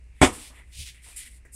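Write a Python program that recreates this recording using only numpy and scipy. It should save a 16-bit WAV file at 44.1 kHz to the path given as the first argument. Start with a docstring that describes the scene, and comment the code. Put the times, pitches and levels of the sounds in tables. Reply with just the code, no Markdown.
"""A sharp boom and clatter: a fist punches a thin wooden board held up by hand in a small, cluttered shop.
The board cracks, rings and slaps against its support, and the room answers briefly.
Shirt cloth swishes as the arm swings back, and the board scuffs and wobbles faintly in the hands.
A low hum lies underneath."""
import sys
import numpy as np
from scipy import signal
from scipy.fft import rfft, irfft
from scipy.io import wavfile
from scipy.ndimage import uniform_filter1d

SR = 44100
rng = np.random.default_rng(int(sys.argv[2]) if len(sys.argv) > 2 else 0)


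def generate_wav(sig):
    """Save sig (samples, or channels by samples) to the path in sys.argv[1] as 16-bit PCM at SR."""
    pcm = np.round(np.clip(np.atleast_2d(sig).T, -1, 1) * 32767).astype(np.int16)
    wavfile.write(sys.argv[1], SR, pcm)


N = 68355
SNAP_RISE_S = 0.00069  # how fast cracks and handling ticks start

# The fist's hit, then the board slapping its support:
# t/s, push level/dB, ring level/dB, crack level/dB, contact time/s
HITS = [(0.21642, -12.5, -7, -14.5, .00058), (0.22318, -18.5, -14, -22.5, .0008),
        (0.22975, -5.5, -10, -25, .00015), (0.23115, -4, -17.5, -21, .00037),
        (0.23464, -5.5, -19, -27, .00026), (0.23756, -12, -15, -25.5, 0.00081),
        (0.25047, -14.5, -18, -29.5, .00015)]
# The notes the board rings at: f/Hz, level/dB, fade/s (a fade is the time to drop by 60 dB)
BOARD_NOTES = [(79.5, -6.5, 0.14), (105.7, -8.5, 0.11), (193.3, -21.5, .25), (265.2, -8.5, 0.12),
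               (322, -15, 0.12), (377.1, -14.5, 0.068), (491.6, -14.5, 0.32), (599.4, -12, 0.07),
               (739, -15, .15), (910, -6.5, 0.036), (1045, -10.5, 0.1), (1271, -22, 0.2),
               (1845, -11, 0.093), (2023, -19.5, .14), (2216, -7.5, .16), (2403, -14, 0.062),
               (2960, -23.5, 0.12), (3392, -9, 0.02)]
# The crack's colour, meaning how strong its low and high parts are: f/Hz, level/dB
CRACK_COLOUR = [(200, -14), (1300, -3.5), (2200, 14), (3100, -3), (4000, -14.5), (5200, -3.5),
                (6400, -12.5), (8000, 9), (10000, -4), (12000, -28), (16000, -46)]
def board():
    """Each hit shoves the air, makes the wood ring and gives a short crack."""
    age = since(0)
    ring = sum(amp(db - 60 * age / fade) * np.cos(2 * np.pi * hz * age) for hz, db, fade in BOARD_NOTES)
    strike_s, rebound_delay_s, rebound_width_s = 0.0001, 0.00192, 0.00028
    out, force = np.zeros(N), np.zeros(N)
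    for start, push_db, ring_db, crack_db, contact_s in HITS:
        t = since(start)
        strike = np.exp(-(t / strike_s) ** 2)  # short and hard, so high notes ring too
        force += amp(ring_db) * strike / strike.sum()
        push = np.exp(-(t / contact_s) ** 2)
        spring_back = 1.1 * np.exp(-((t - rebound_delay_s) / rebound_width_s) ** 2)
        out += amp(push_db) * (push - spring_back)
        crack = envelope(start - SNAP_RISE_S, SNAP_RISE_S, hold=0.0018, fade=0.012)
        out += amp(crack_db) * crack * noise(CRACK_COLOUR)
    return out + signal.fftconvolve(force, ring)[:N]


# The colour of board and room ringing together: f/Hz, level/dB
ECHO_COLOUR = [(40, -18.5), (75, -10.5), (130, -26.5), (200, -15), (290, -7.5), (500, -14.5), (750, -13),
               (1000, -9.5), (1550, -16.5), (2250, -16.5), (2800, -16.5), (3600, -18), (4100, -24.5),
               (5200, -23), (6400, -24), (8000, -17.5), (10000, -25.5), (12000, -35.5), (15000, -59)]
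# How long each range of pitch rings on: f/Hz, fade/s
ECHO_FADES = [(60, .45), (250, .22), (900, 0.16), (2300, 0.13), (5000, 0.13), (9000, .18)]
def room_echo():
    """Reflections build up during the clatter and die away range by range, over a faint longer echo."""
    hz = np.fft.rfftfreq(N, 1 / SR)
    swell = (0.21024, 0.019, 0.017)  # start/s, rise/s, hold/s
    lift_db, width_hz = 3.5, 71  # the echo is stronger near the board's notes
    nearness = np.max([1 / (1 + ((hz - note[0]) / width_hz) ** 2) for note in BOARD_NOTES], axis=0)
    wash = unit(irfft(rfft(noise(ECHO_COLOUR)) * amp(lift_db * nearness), N))
    out = amp(-36.5) * envelope(*swell, fade=0.58) * noise(ECHO_COLOUR)  # the longer echo
    for centre, fade in ECHO_FADES:
        band = read([(f, float(f == centre)) for f, _ in ECHO_FADES], hz)
        out += amp(-16) * envelope(*swell, fade) * irfft(rfft(wash) * band, N)
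    return out


# Swishes of the shirt: t/s, rise/s, hold/s, fade/s, soft level/dB, rasp level/dB, fizz level/dB
SHIRT_SWISHES = [(0.118, 0.08, .02, 0.15, -63, -85, -68.5), (0.314, 0.026, 0.022, 0.27, -61, -52.5, -44),
                 (0.37, 0.049, 0.06, 0.18, -59, -51, -52), (0.519, 0.05, 0.027, 0.18, -55.5, -92, -61.5),
                 (0.624, 0.093, .03, 0.21, -72, -81, -68.5), (0.707, 0.048, 0.005, 0.12, -64, -50, -56),
                 (0.747, 0.063, .022, 0.16, -78, -42.5, -46),
                 (0.846, 0.029, 0.015, 0.18, -51.5, -45.5, -51.5),
                 (0.932, .025, .01, 0.36, -57.5, -77, -64.5), (1.008, 0.054, 0.047, 0.52, -60, -57, -51.5),
                 (1.158, 0.011, 0.015, 0.18, -56, -76, -39.5),
                 (1.152, 0.058, 0.022, 0.19, -53.5, -52, -53.5),
                 (1.248, 0.018, 0.014, 0.084, -55, -63, -53.5), (1.289, 0.034, 0.053, .08, -72, -70.5, -60),
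                 (1.512, 0.047, .02, .1, -87, -70, -41.5)]
# The cloth's three colours, from dull to bright: f/Hz, level/dB
SOFT_COLOUR = [(300, -30), (1100, -24.5), (1600, -10), (2000, 1.5), (2700, -4), (3600, -10), (6000, -34.5),
               (16000, -56)]
RASP_COLOUR = [(1000, -44.5), (2400, 1.5), (3500, 3), (5000, 0.5), (7000, -2), (11000, -11), (14500, -19),
               (16000, -18)]
FIZZ_COLOUR = [(2000, -40.5), (3800, -32), (5100, -13), (6200, -17.5), (7600, -2), (9400, 2), (10500, -5.5),
               (12000, -11), (14000, -18.5), (16000, -45)]
def shirt():
    """Cloth rubs as the arm moves; each swish is its own blend of three noises."""
    colours = np.array([noise(SOFT_COLOUR), noise(RASP_COLOUR), noise(FIZZ_COLOUR)])
    swishes = sum(envelope(*row[:4]) * (amp(row[4:]) @ colours) for row in SHIRT_SWISHES)
    grain = unit(amp(drift(0.0017)))  # the level flickers by about 1 dB
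    return swishes * grain


# Puffs of air: t/s, rise/s, hold/s, fade/s, f/Hz, level/dB
AIR_PUFFS = [(0.745, .06, .012, .16, 68, -36), (0.355, .025, .015, .1, 76, -44)]
# The rumble inside each puff: f/Hz, level/dB
RUMBLE_COLOUR = [(30, 2.5), (90, 8.5), (130, -2.5), (220, -21.5), (500, -27), (900, -38), (4000, -78)]
def air_puffs():
    """The moving body pushes air, heard as a low note with a rumble."""
    rumble = amp(-6) * noise(RUMBLE_COLOUR)
    return sum(amp(db) * envelope(*shape) * (tone(hz, shape[0]) + rumble) for *shape, hz, db in AIR_PUFFS)


# Wobbles of the board: t/s, f/Hz, level/dB
BOARD_WOBBLES = [(0.37, 237, -47), (0.373, 301, -46.5), (0.499, 256, -57), (1.256, 247, -62.5)]
def wobbles():
    """The held board wobbles, giving faint, short notes."""
    return sum(amp(db) * envelope(start, rise=0.0053, hold=0, fade=0.18) * tone(hz, start)
               for start, hz, db in BOARD_WOBBLES)


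# Small ticks: t/s, level/dB, fade/s
HANDLING_TICKS = [(0.3514, -47, 0.034), (1.044, -56.5, 0.026), (1.4502, -52.5, 0.19)]
# Their colour: f/Hz, level/dB
HANDLING_TICK_COLOUR = [(300, -4.5), (1200, -23), (1550, -8), (1900, -4), (2500, -16), (3200, -42),
                        (9000, -18), (12000, -35.5)]
def ticks():
    """Handling the board makes small ticks that start fast and fade."""
    loudness = sum(amp(db) * envelope(start, SNAP_RISE_S, 0, fade) for start, db, fade in HANDLING_TICKS)
    return loudness * noise(HANDLING_TICK_COLOUR)


# Soft scuffs: t/s, rise/s, hold/s, fade/s, level/dB
HAND_SCUFFS = [(0.492, .02, 0.025, 0.14, -60), (0.56, 0.019, 0.026, 0.14, -61),
               (1.038, 0.034, 0.016, 0.38, -61)]
# Their dull colour: f/Hz, level/dB
SCUFF_COLOUR = [(100, -6), (280, 4.5), (500, 5.5), (1150, 7.5), (1700, 3.5), (5000, -29)]
def scuffs():
    """The board shifts in the hands with a dull brushing noise."""
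    return noise(SCUFF_COLOUR) * sum(amp(db) * envelope(*shape) for *shape, db in HAND_SCUFFS)


# Thin scrapes: t/s, rise/s, hold/s, fade/s, f/Hz, level/dB
THIN_SCRAPES = [(0.547, 0.033, 0.055, 0.099, 2050, -59), (1.099, .03, 0.018, 0.1, 2450, -59.5),
                (1.313, 0.026, 0.021, .12, 2100, -69)]
def scrapes():
    """Rubbing makes noise that gathers closely round one pitch."""
    hz = np.fft.rfftfreq(N, 1 / SR)
    width_hz = 170
    out = np.zeros(N)
    for *shape, centre, db in THIN_SCRAPES:
        rub = irfft(rfft(rng.standard_normal(N)) / (1 + ((hz - centre) / width_hz) ** 2), N)
        out += amp(db) * envelope(*shape) * unit(rub)
    return out


# One faint tick: t/s, rise/s, hold/s, fade/s, level/dB before fading
FAINT_TICK = (0.04, 0.0027, -0.0083, 0.0082, -12.5)
# Its bright colour: f/Hz, level/dB
FAINT_TICK_COLOUR = [(500, -21), (2300, -2), (3800, -16), (5200, 0.5), (6400, -14.5), (8200, 4),
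                     (10200, -0.5), (11800, -20), (15000, -40.5)]
def faint_tick():
    """A barely audible bright tick well before the punch; its negative hold fades it early."""
    *shape, db = FAINT_TICK
    return amp(db) * envelope(*shape) * noise(FAINT_TICK_COLOUR)


# The shop's steady background noise: f/Hz, level/dB
ROOM_COLOUR = [(20, -9.5), (35, 5), (60, 0), (100, -10), (200, -22.5), (400, -27.5), (700, -37.5),
               (1400, -37.5), (2100, -26), (2700, -28.5), (3200, -41.5), (6000, -42), (9000, -39),
               (11000, -47), (12500, -60), (16000, -69.5)]
def room_tone():
    """A low hum wavers in pitch and loudness over quiet, steady noise."""
    hum_hz, waver = 59.2, 0.3
    phase = 2 * np.pi * hum_hz * since(0) + waver * drift(0.033)
    hum = np.sqrt(2) * np.sin(phase) * (1 + waver * drift(0.1))
    return amp(-51.5) * hum + amp(-55) * noise(ROOM_COLOUR)


def amp(db):
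    """Turns decibels into a number to multiply by."""
    return 10 ** (np.asarray(db) / 20)


def unit(x):
    """Scales a signal to an average strength (rms) of 1."""
    return x / np.sqrt(np.mean(x ** 2) + 1e-20)


def read(points, hz):
    """Reads between a table's rows, giving each octave equal room."""
    f, value = np.transpose(points)
    return np.interp(np.log(hz + 1), np.log(f + 1), value)


def since(start):
    """Seconds since start, negative before it."""
    return np.arange(N) / SR - start


def tone(hz, start):
    """A pure note whose wave rises through zero at start."""
    return np.sin(2 * np.pi * hz * since(start))


def noise(colour):
    """Noise of strength 1 with the given colour."""
    hz = np.fft.rfftfreq(N, 1 / SR)
    return unit(irfft(rfft(rng.standard_normal(N)) * amp(read(colour, hz)), N))


def drift(seconds):
    """A random curve of strength 1, smoothed over the given time."""
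    return unit(uniform_filter1d(rng.standard_normal(N), max(int(seconds * SR), 1)))


def envelope(start, rise, hold, fade):
    """Loudness over time: a smooth rise, a hold, then a drop of 60 dB every `fade` seconds."""
    t = since(start)
    swell = np.sin(np.pi / 2 * np.clip(t / rise, 0, 1)) ** 2
    return swell * 1000 ** (-np.maximum(t - rise - hold, 0) / fade)


def scene():
    """The punch, the movements around it and the room, in one channel."""
    early_tick = faint_tick()
    punch = board() + room_echo()
    movement = shirt() + scuffs() + air_puffs() + ticks() + wobbles() + scrapes()
    return (punch + movement + early_tick + room_tone())[None]


def record(dry):
    """Flattens the loudest peaks, then removes the very highest treble."""
    ceiling, cutoff_hz = 0.97, 15800
    lowpass = signal.firwin(511, cutoff_hz, window=("kaiser", 9), fs=SR)
    return signal.oaconvolve(np.clip(dry, -ceiling, ceiling), lowpass[None], "same")


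dry = scene()
out = record(dry)
generate_wav(out)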